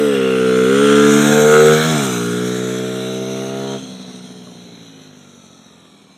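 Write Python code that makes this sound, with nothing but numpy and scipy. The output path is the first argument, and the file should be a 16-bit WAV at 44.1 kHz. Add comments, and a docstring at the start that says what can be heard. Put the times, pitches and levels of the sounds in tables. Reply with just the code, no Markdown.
"""A single-cylinder motorbike comes up a snowy forest track, passes close, shifts up and pulls away,
then shuts the throttle and coasts down with gear whine and one soft backfire.
Under load the firing tones are sums of orders; blasts and pulsed turbulence ring exhaust, shell and fins.
Coloured noise makes the mechanical hiss and, beneath it, the tyre rumble and forest murmur.
The snow returns a delayed share of the sound."""
import sys
import numpy as np
from scipy import signal
from scipy.io import wavfile
from scipy.ndimage import uniform_filter1d

SR = 44100
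rng = np.random.default_rng(int(sys.argv[2]) if len(sys.argv) > 2 else 0)


def output_pcm(signal):
    """Save a mono or channel-first signal as 16-bit PCM at the path in sys.argv[1].

    Samples are clipped to [-1, 1] before scaling.
    """
    pcm = np.clip(np.atleast_2d(signal).T, -1, 1) * 32767
    wavfile.write(sys.argv[1], SR, np.round(pcm).astype(np.int16))


N = 272097
T = np.arange(N) / SR  # s
PASS_S, SPEED_M_S, NEAREST_M = 1.597, 7.1, 1.865
ENGINE_M, PIPE_M, EAR_M = 0.387, 0.43, 1.544  # heights above the snow
SHUT_S, SHUT_LENGTH_S = 3.8, 0.045  # throttle fully shut; time it takes to shut


def scene():
    """Bike and backfire as one channel."""
    return (engine() + pops())[None]


def engine():
    """Clean low orders under load; blasts and turbulence ring the shell and fins, and the exhaust when coasting."""
    # Each row: time in s, firing rate in firings per s.
    rev_curve = [(0, 74.6), (.09, 71.3), (.2, 65.8), (.27, 64.9), (.54, 63), (.64, 63.3), (.74, 68.1),
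                 (.82, 71.1), (1.16, 72.9), (1.59, 76.2), (1.78, 77.4), (1.9, 80.6), (2.0, 71.2),
                 (2.09, 63.3), (2.16, 59.1), (2.27, 58.8), (2.43, 61.1), (2.64, 62.5), (3.06, 63.9),
                 (3.59, 67.1), (3.73, 67.6), (3.86, 64.1), (4.01, 62.4), (4.35, 61.4), (4.7, 58.4),
                 (5.03, 51.7), (5.3, 48.2), (5.59, 44.8), (6.17, 37.9)]
    # Each row: time in s, levels in dB of silencer shell, cylinder fins and mechanical hiss.
    ride_levels = [(0, -38, -30, -28), (.1, -37, -31.5, -27.5), (.3, -37.5, -28, -29.5),
                   (.69, -41, -24.5, -27), (.91, -33.5, -20, -21.5), (1.06, -33.5, -21, -21.5),
                   (1.29, -25.5, -25, -20), (1.5, -24, -20.5, -20.5), (1.72, -27, -21.5, -20.5),
                   (1.82, -27.5, -25, -20.5), (2.03, -27.5, -29.5, -23), (2.3, -44, -32, -29),
                   (2.52, -40.5, -35.5, -30.5), (3.27, -41, -42, -33.5), (3.74, -33.5, -41.5, -34),
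                   (3.82, -51, -53, -38), (4.5, -55.5, -61, -44), (5.79, -83.5, -62, -50),
                   (6.17, -80, -69, -53)]
    # Modes of each part. Each row: frequency in Hz, width in Hz (doubled on the second pass), gain in dB.
    exhaust_modes = [(120, 44, -11), (179, 96, 5), (260, 83, -1), (331, 89, -5.5), (475, 275, -11.5)]
    shell_modes = [(672, 100, 8), (756, 108, 7), (852, 360, -2.5)]
    fin_modes = [(1138, 280, 5.5), (1427, 156, 19.5), (1482, 490, 1.5), (2125, 360, 2.5), (2930, 780, -3.5)]
    # Modes left in the fins without combustion, same columns.
    idle_fin_modes = [(1300, 180, 1), (1480, 180, -3.5)]
    pump_db, pump_fade_db_s, pump_far_db = -31, -9.5, -54  # at shut-off, slope, floor
    flutter_db = -3.5

    rate = uniform_filter1d(curves(rev_curve)[0], size=1200)  # the flywheel smooths the speed
    turns = np.cumsum(rate) / SR  # firing cycles so far
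    shell_db, fins_db, hiss_db = curves(ride_levels)
    loaded, rough = throttle(), turbulence_share()
    fired = strength(turns)

    # throttle shut, the piston only pumps air
    pumping = np.hypot(amp(pump_db + pump_fade_db_s * (T - SHUT_S)), amp(pump_far_db))
    # the fins' ring flutters as the bike passes close
    flutter = evened(smoothed_twice(rng.standard_normal(N), 1300))

    pipe = rung(turns, fired, rough, exhaust_modes, part=0)
    shell = rung(turns, fired, rough, shell_modes, part=1)
    fins = rung(turns, fired, rough, fin_modes, part=2)
    idle = rung(turns, fired, rough, idle_fin_modes, part=2)

    pipe = (1 - loaded) * pumping * levelled(pipe)
    shell = amp(shell_db) * levelled(ground(shell))
    fins = levelled(ground(loaded * fins + (1 - loaded) * idle))
    fins = amp(fins_db + flutter_db * closeness() * flutter) * fins
    pull = loaded * fired * tones(turns, rate, rough)
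    return pull + pipe + shell + fins + hiss(turns, hiss_db) + whine(turns, fins_db) + rumble(hiss_db)


def tones(turns, rate, rough):
    """Orders 1 to 10 of a blast running to and fro in the pipe and bouncing off snow; each has a little noise."""
    # Level before colour and bounce. Each row: time in s, level in dB.
    pull_levels = [(0.0, -37.5), (0.3, -39), (0.65, -36), (0.85, -31.5), (1.1, -27), (1.3, -24.5),
                   (1.5, -25.5), (1.74, -23.5), (1.82, -27.5), (1.95, -27), (2.1, -34.5), (2.3, -35.5),
                   (3.0, -41.5), (3.74, -42.5)]
    # Colour by bearing. Each row: frequency in Hz, gains in dB from the front, the side and behind.
    pipe_colour = [(120.0, 0.8, -13.5, 2), (163, -3.5, 4, 6), (190.0, 9.5, 1, 7.5), (248, 9.5, 7, 3),
                   (301, 12.5, 2, 4.8), (349, -11.5, -7, -1), (389.4, 13, 19, 7.5), (442.2, 19.5, 18.5, 10),
                   (485, 13, 7.7, 1.2), (550.0, 1.5, -5, -11.5), (670, -15, -39, 8.5), (714, -2, -28, -29),
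                   (800.0, -32, -9, -31)]
    # Order 1 against the colour of order 2: dB from the front, the side and behind.
    first_order_db = (-31.5, -25, -26)
    step = 64  # samples between updates of slow controls
    turn_power = 1.32  # how sharply the colour turns with the bearing
    snow_share = 0.89  # of the tones
    trip_s, trip_return = .0046, .8  # round trip in the pipe; share that comes back
    box_hz, box_width_hz = 419, 42  # from the front, the air box rings late
    lead_cycles = 0.3636  # the low tones lead the metal ring

    t, rate, rough = T[::step], rate[::step], rough[::step]
    _, extra_s, bearing = path(PIPE_M, t)
    front = np.clip(bearing, 0, 1) ** turn_power
    rear = np.clip(-bearing, 0, 1) ** turn_power
    hz, *colours = np.transpose(pipe_colour)
    level_db = curves(pull_levels)[0][::step]
    spin, order = np.exp(2j * np.pi * turns), 1
    out = 0
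    for k in range(1, 11):
        ahead, beside, behind = (read(np.c_[hz, colour], max(k, 2) * rate) + first_db * (k == 1)
                                 for colour, first_db in zip(colours, first_order_db))
        db = level_db + front * ahead + (1 - front - rear) * beside + rear * behind
        fuzz = 1 + 0.5 * rough * complex_waver(len(t), 8)
        trip_phase = np.exp(-2j * np.pi * k * rate * trip_s)
        echoes = 1 / (1 - (1 - front) * trip_return * trip_phase)
        echo_phase = echoes / abs(echoes)  # the pipe echoes set phase only
        bounce = abs(1 + snow_share * np.exp(-2j * np.pi * k * rate * extra_s))
        late = 2 * front * np.arctan((k * rate - box_hz) / box_width_hz)
        late = late - 2 * np.pi * k * lead_cycles
        gain = np.sqrt(2) * amp(db) * fuzz * np.exp(-1j * late) * bounce * echo_phase
        order = order * spin
        out = out + (np.interp(T, t, gain) * order).real
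    return out


def rung(turns, fired, rough, modes, part):
    """Blasts and noise puffs ring one part of the bike, smeared by scatter off nearby trunks."""
    # Factor on the turbulence share for exhaust, shell, fins.
    turbulence_factors = [1.6, 2.3, 1.9]
    # Trunk echo level in dB for exhaust, shell, fins.
    trunk_echo_db = (-9, -6, -9)
    u = np.linspace(0, 1, num=4097)
    harmonics = np.arange(2, 50)[:, None]
    click = np.cos(2 * np.pi * harmonics * u).sum(0)  # one cycle of a band-limited pulse
    # the exhaust valve opens, and the intake valve follows part of a cycle later
    exhaust = np.interp(turns % 1, u, click)
    intake = np.interp((turns - .42) % 1, u, click)
    blasts = evened(exhaust + 0.43 * intake)
    puffs = evened((1.4 + np.exp(-(turns % 1) / .5)) * rng.standard_normal(N))
    share = np.clip(turbulence_factors[part] * rough, 0, .95)
    direct = body(fired * (np.sqrt(1 - share ** 2) * blasts + share * puffs), modes)

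    t = np.arange(3000) / SR
    signs = rng.choice([-1., 1.], len(t))
    taps = signs * (rng.random(len(t)) < .03) * amp(-60 * t / 0.15)  # sparse, -60 dB per 0.15 s
    scatter = signal.oaconvolve(direct, taps / np.linalg.norm(taps))[:N]
    return direct + amp(trunk_echo_db[part]) * scatter


def strength(turns):
    """Uneven burning: a gain drawn anew for every firing."""
    draws = rng.standard_normal(int(turns[-1]) + 2)[np.round(turns).astype(int)]
    spread_db = unevenness(even=.4, strained=.7, pumping=2.2, dying=3.0)
    return amp(spread_db * uniform_filter1d(draws, 200))


def turbulence_share():
    """Share of turbulence in the drive, 0-1, ahead of each part's own factor."""
    return unevenness(even=.1, strained=.15, pumping=.48, dying=.45)


def unevenness(even, strained, pumping, dying):
    """From even to strained with closeness under load; from pumping to dying over the coast-down."""
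    slowed = np.clip((T - SHUT_S) / (T[-1] - SHUT_S), 0, 1)
    pulling = even + (strained - even) * closeness()
    return throttle() * pulling + (1 - throttle()) * (pumping + (dying - pumping) * slowed)


def throttle():
    """1 while the engine pulls, 0 once it coasts."""
    return np.clip((SHUT_S - T) / SHUT_LENGTH_S, 0, 1)


def path(height_m, t):
    """Distance along the snow in m, extra delay of its bounce in s, bearing (towards 1 ahead, -1 behind)."""
    along = SPEED_M_S * (PASS_S - t)
    flat = np.hypot(NEAREST_M, along)
    extra_m = np.hypot(flat, EAR_M + height_m) - np.hypot(flat, EAR_M - height_m)
    return flat, extra_m / 343, along / np.hypot(flat, EAR_M)


def closeness():
    """1 as the bike passes, falling towards 0 far off."""
    return 1 - abs(path(ENGINE_M, T)[2])


def ground(x):
    """The snow path is longer the nearer the bike: a comb that sweeps down and back up."""
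    flat, extra_s, _ = path(ENGINE_M, T)
    soft = resonate(x, 0, 5000) / 2  # snow swallows treble
    share = 0.22 * np.clip(18.0 / flat, 0, 1)  # far off, scatter from the trees fills the comb
    return x + share * np.interp(T - extra_s, T, soft)


def hiss(turns, db):
    """Valve gear, chain and tyres: patchy noise beating once and twice a cycle; its colour turns with the bike."""
    # Noise colour ahead, near and far. Each row: frequency in Hz, spectral level in dB.
    ahead_colour = [(1000, -11), (1700, 0), (2120, -8.5), (2410, -5.5), (3440, 0), (4700, -12),
                    (5550, -13.5), (6910, -9), (11100, -22), (13300, -28), (15200, -26)]
    near_colour = [(1000, -14.5), (1700, 4), (2010, -16), (2260, -5), (2640, -13), (3260, -4.5),
                   (3990, -1.5), (4750, -16), (6420, -5), (8150, -10), (9710, -20.5), (12200, -18),
                   (15200, -24.5)]
    far_colour = [(1000, -8.5), (1700, -9.5), (2410, -6), (2970, -11), (3260, 0.5), (3540, -5), (3950, 2.5),
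                  (4250, -5), (4750, -21.5), (5970, -6.5), (6790, -13.5), (10800, -21), (15200, -39)]
    patch_db, flicker_db = 3.2, 1.0
    band_db = 2.2  # broad bands above 4 kHz that swell and fade over a second or so

    def shape_db(hz, s):
        ahead = np.clip((1.2 - s) / 0.25, 0, 1)
        far = np.clip((s - 2.) / 1.83, 0, 1)
        patches = rng.standard_normal((len(s), len(hz))).T
        patches = uniform_filter1d(patches, 2, axis=0)
        patches = evened(uniform_filter1d(patches, 90, axis=1))
        bands = rng.standard_normal((len(s), len(hz))).T
        bands = uniform_filter1d(uniform_filter1d(bands, 6, axis=0), 4, axis=0)
        bands = evened(uniform_filter1d(bands, 350, axis=1))
        flicker = evened(uniform_filter1d(rng.standard_normal(len(s)), 12))
        colour = ahead * read(ahead_colour, hz) + far * read(far_colour, hz)
        colour = colour + (1 - ahead - far) * read(near_colour, hz)
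        treble = np.clip(hz / 8000, 0, 1)
        return colour + band_db * bands * (hz > 4000) + patch_db * patches + flicker_db * flicker * treble

    once = 0.072 * np.cos(2 * np.pi * (turns - .15))
    twice = 0.09 * np.cos(4 * np.pi * (turns - .3))
    return amp(db) * levelled(ground((1 + once + twice) * noise(shape_db, 512)), 0.72)


def whine(turns, fins_db):
    """Gear mesh: a wavering tone locked to the firing rate, faint under load, rising on the overrun."""
    mesh_order = 28.3  # on the firing rate
    full_db = 2.5  # against the fins, at full coasting
    coasting = np.clip((T - 4.) / 1.3, .1, 1)
    waver = 1 + .3 * complex_waver(N, 500)
    return amp(fins_db + full_db) * coasting * (waver * np.exp(2j * np.pi * mesh_order * turns)).real


def pops():
    """A soft backfire: a click rings the silencer briefly."""
    # Each row: time in s, peak level in dB.
    backfires = [(4.472, -34)]
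    clicks = np.zeros(N)
    for s, db in backfires:
        clicks[round(s * SR)] = amp(db)
    ring = body(clicks, [(620, 90, 0), (1100, 110, 0), (1550, 200, -12)])  # Hz, width Hz, dB
    return ring / abs(ring).max() * clicks.max()


def rumble(hiss_db):
    """Low tyre and air noise that follows the bike, over the steady murmur of the forest air."""
    # Each row: frequency in Hz, spectral level in dB.
    rumble_colour = [(20, -20), (60, -16), (110, -8), (250, 0), (600, -5), (1200, -12), (2500, -40)]
    against_hiss_db, still_db = -11, -54.5
    level = np.hypot(amp(hiss_db + against_hiss_db), amp(still_db))
    return level * evened(noise(lambda hz, s: read(rumble_colour, hz) + 0 * s, 2048))


def body(drive, modes):
    """Sum of modes with alternating sign; each is applied twice to keep the valleys dark."""
    out = 0
    for k, (hz, width, db) in enumerate(modes):
        ring = resonate(resonate(drive, hz, width), hz, 2 * width)
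        out = out + (-1) ** k * amp(db) * ring
    return out


def resonate(x, hz, width_hz):
    """One ringing pole of about unit gain at its frequency."""
    r = np.exp(-np.pi * width_hz / SR)
    return 2 * signal.lfilter([1 - r], [1, -r * np.exp(2j * np.pi * hz / SR)], x).real


def noise(shape_db, size):
    """Noise from random short-time spectra; shape_db(hz, s) gives the magnitude in dB."""
    frames = 4 * N // size + 5
    hz = np.fft.rfftfreq(size, 1 / SR)[:, None]
    s = np.arange(frames) * size / 4 / SR
    a, b = rng.standard_normal((frames, size // 2 + 1, 2)).T
    spectra = (a + 1j * b) * amp(shape_db(hz, s))
    return signal.istft(spectra, nperseg=size, noverlap=3 * size // 4)[1][:N]


def complex_waver(count, size):
    """Slow complex noise; real and imaginary parts of RMS 1."""
    a, b = smoothed_twice(rng.standard_normal((2, count)), size)
    return evened(a) + 1j * evened(b)


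def smoothed_twice(x, size):
    """Two running means of size samples."""
    return uniform_filter1d(uniform_filter1d(x, size=size), size=size)


def levelled(x, span_s=0.045):
    """Holds the slow RMS level at 1."""
    return x / np.sqrt(abs(smoothed_twice(x ** 2, int(span_s * SR))) + 1e-20)


def evened(x):
    """Scales to RMS 1."""
    return x / np.sqrt(np.mean(x ** 2) + 1e-20)


def amp(db):
    """Decibels to amplitude factor."""
    return 10 ** (np.asarray(db) / 20)


def read(points, hz):
    """Interpolates (Hz, value) points over log frequency."""
    f, value = np.transpose(points)
    return np.interp(np.log(hz + 1), np.log(f + 1), value)


def curves(rows):
    """Interpolates each column over time; the first column is in seconds."""
    s, *columns = np.transpose(rows)
    return [np.interp(T, s, c) for c in columns]


def record(dry):
    """The bass is cut, the housing notches 4.75 kHz, peaks round off towards 0.97; then the band limit."""
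    edge_hz = 15330
    thin = signal.sosfilt(signal.butter(3, 75, "high", fs=SR, output="sos"), dry)
    notched = thin - 0.75 * resonate(thin, 4750, 600)
    rounded = notched / (1 + (abs(notched) / .97) ** 6) ** (1 / 6)
    lowpass = signal.firwin(511, edge_hz, window=("kaiser", 9), fs=SR)
    return signal.oaconvolve(rounded, lowpass[None], "same")


dry = scene()
out = record(dry)
output_pcm(out)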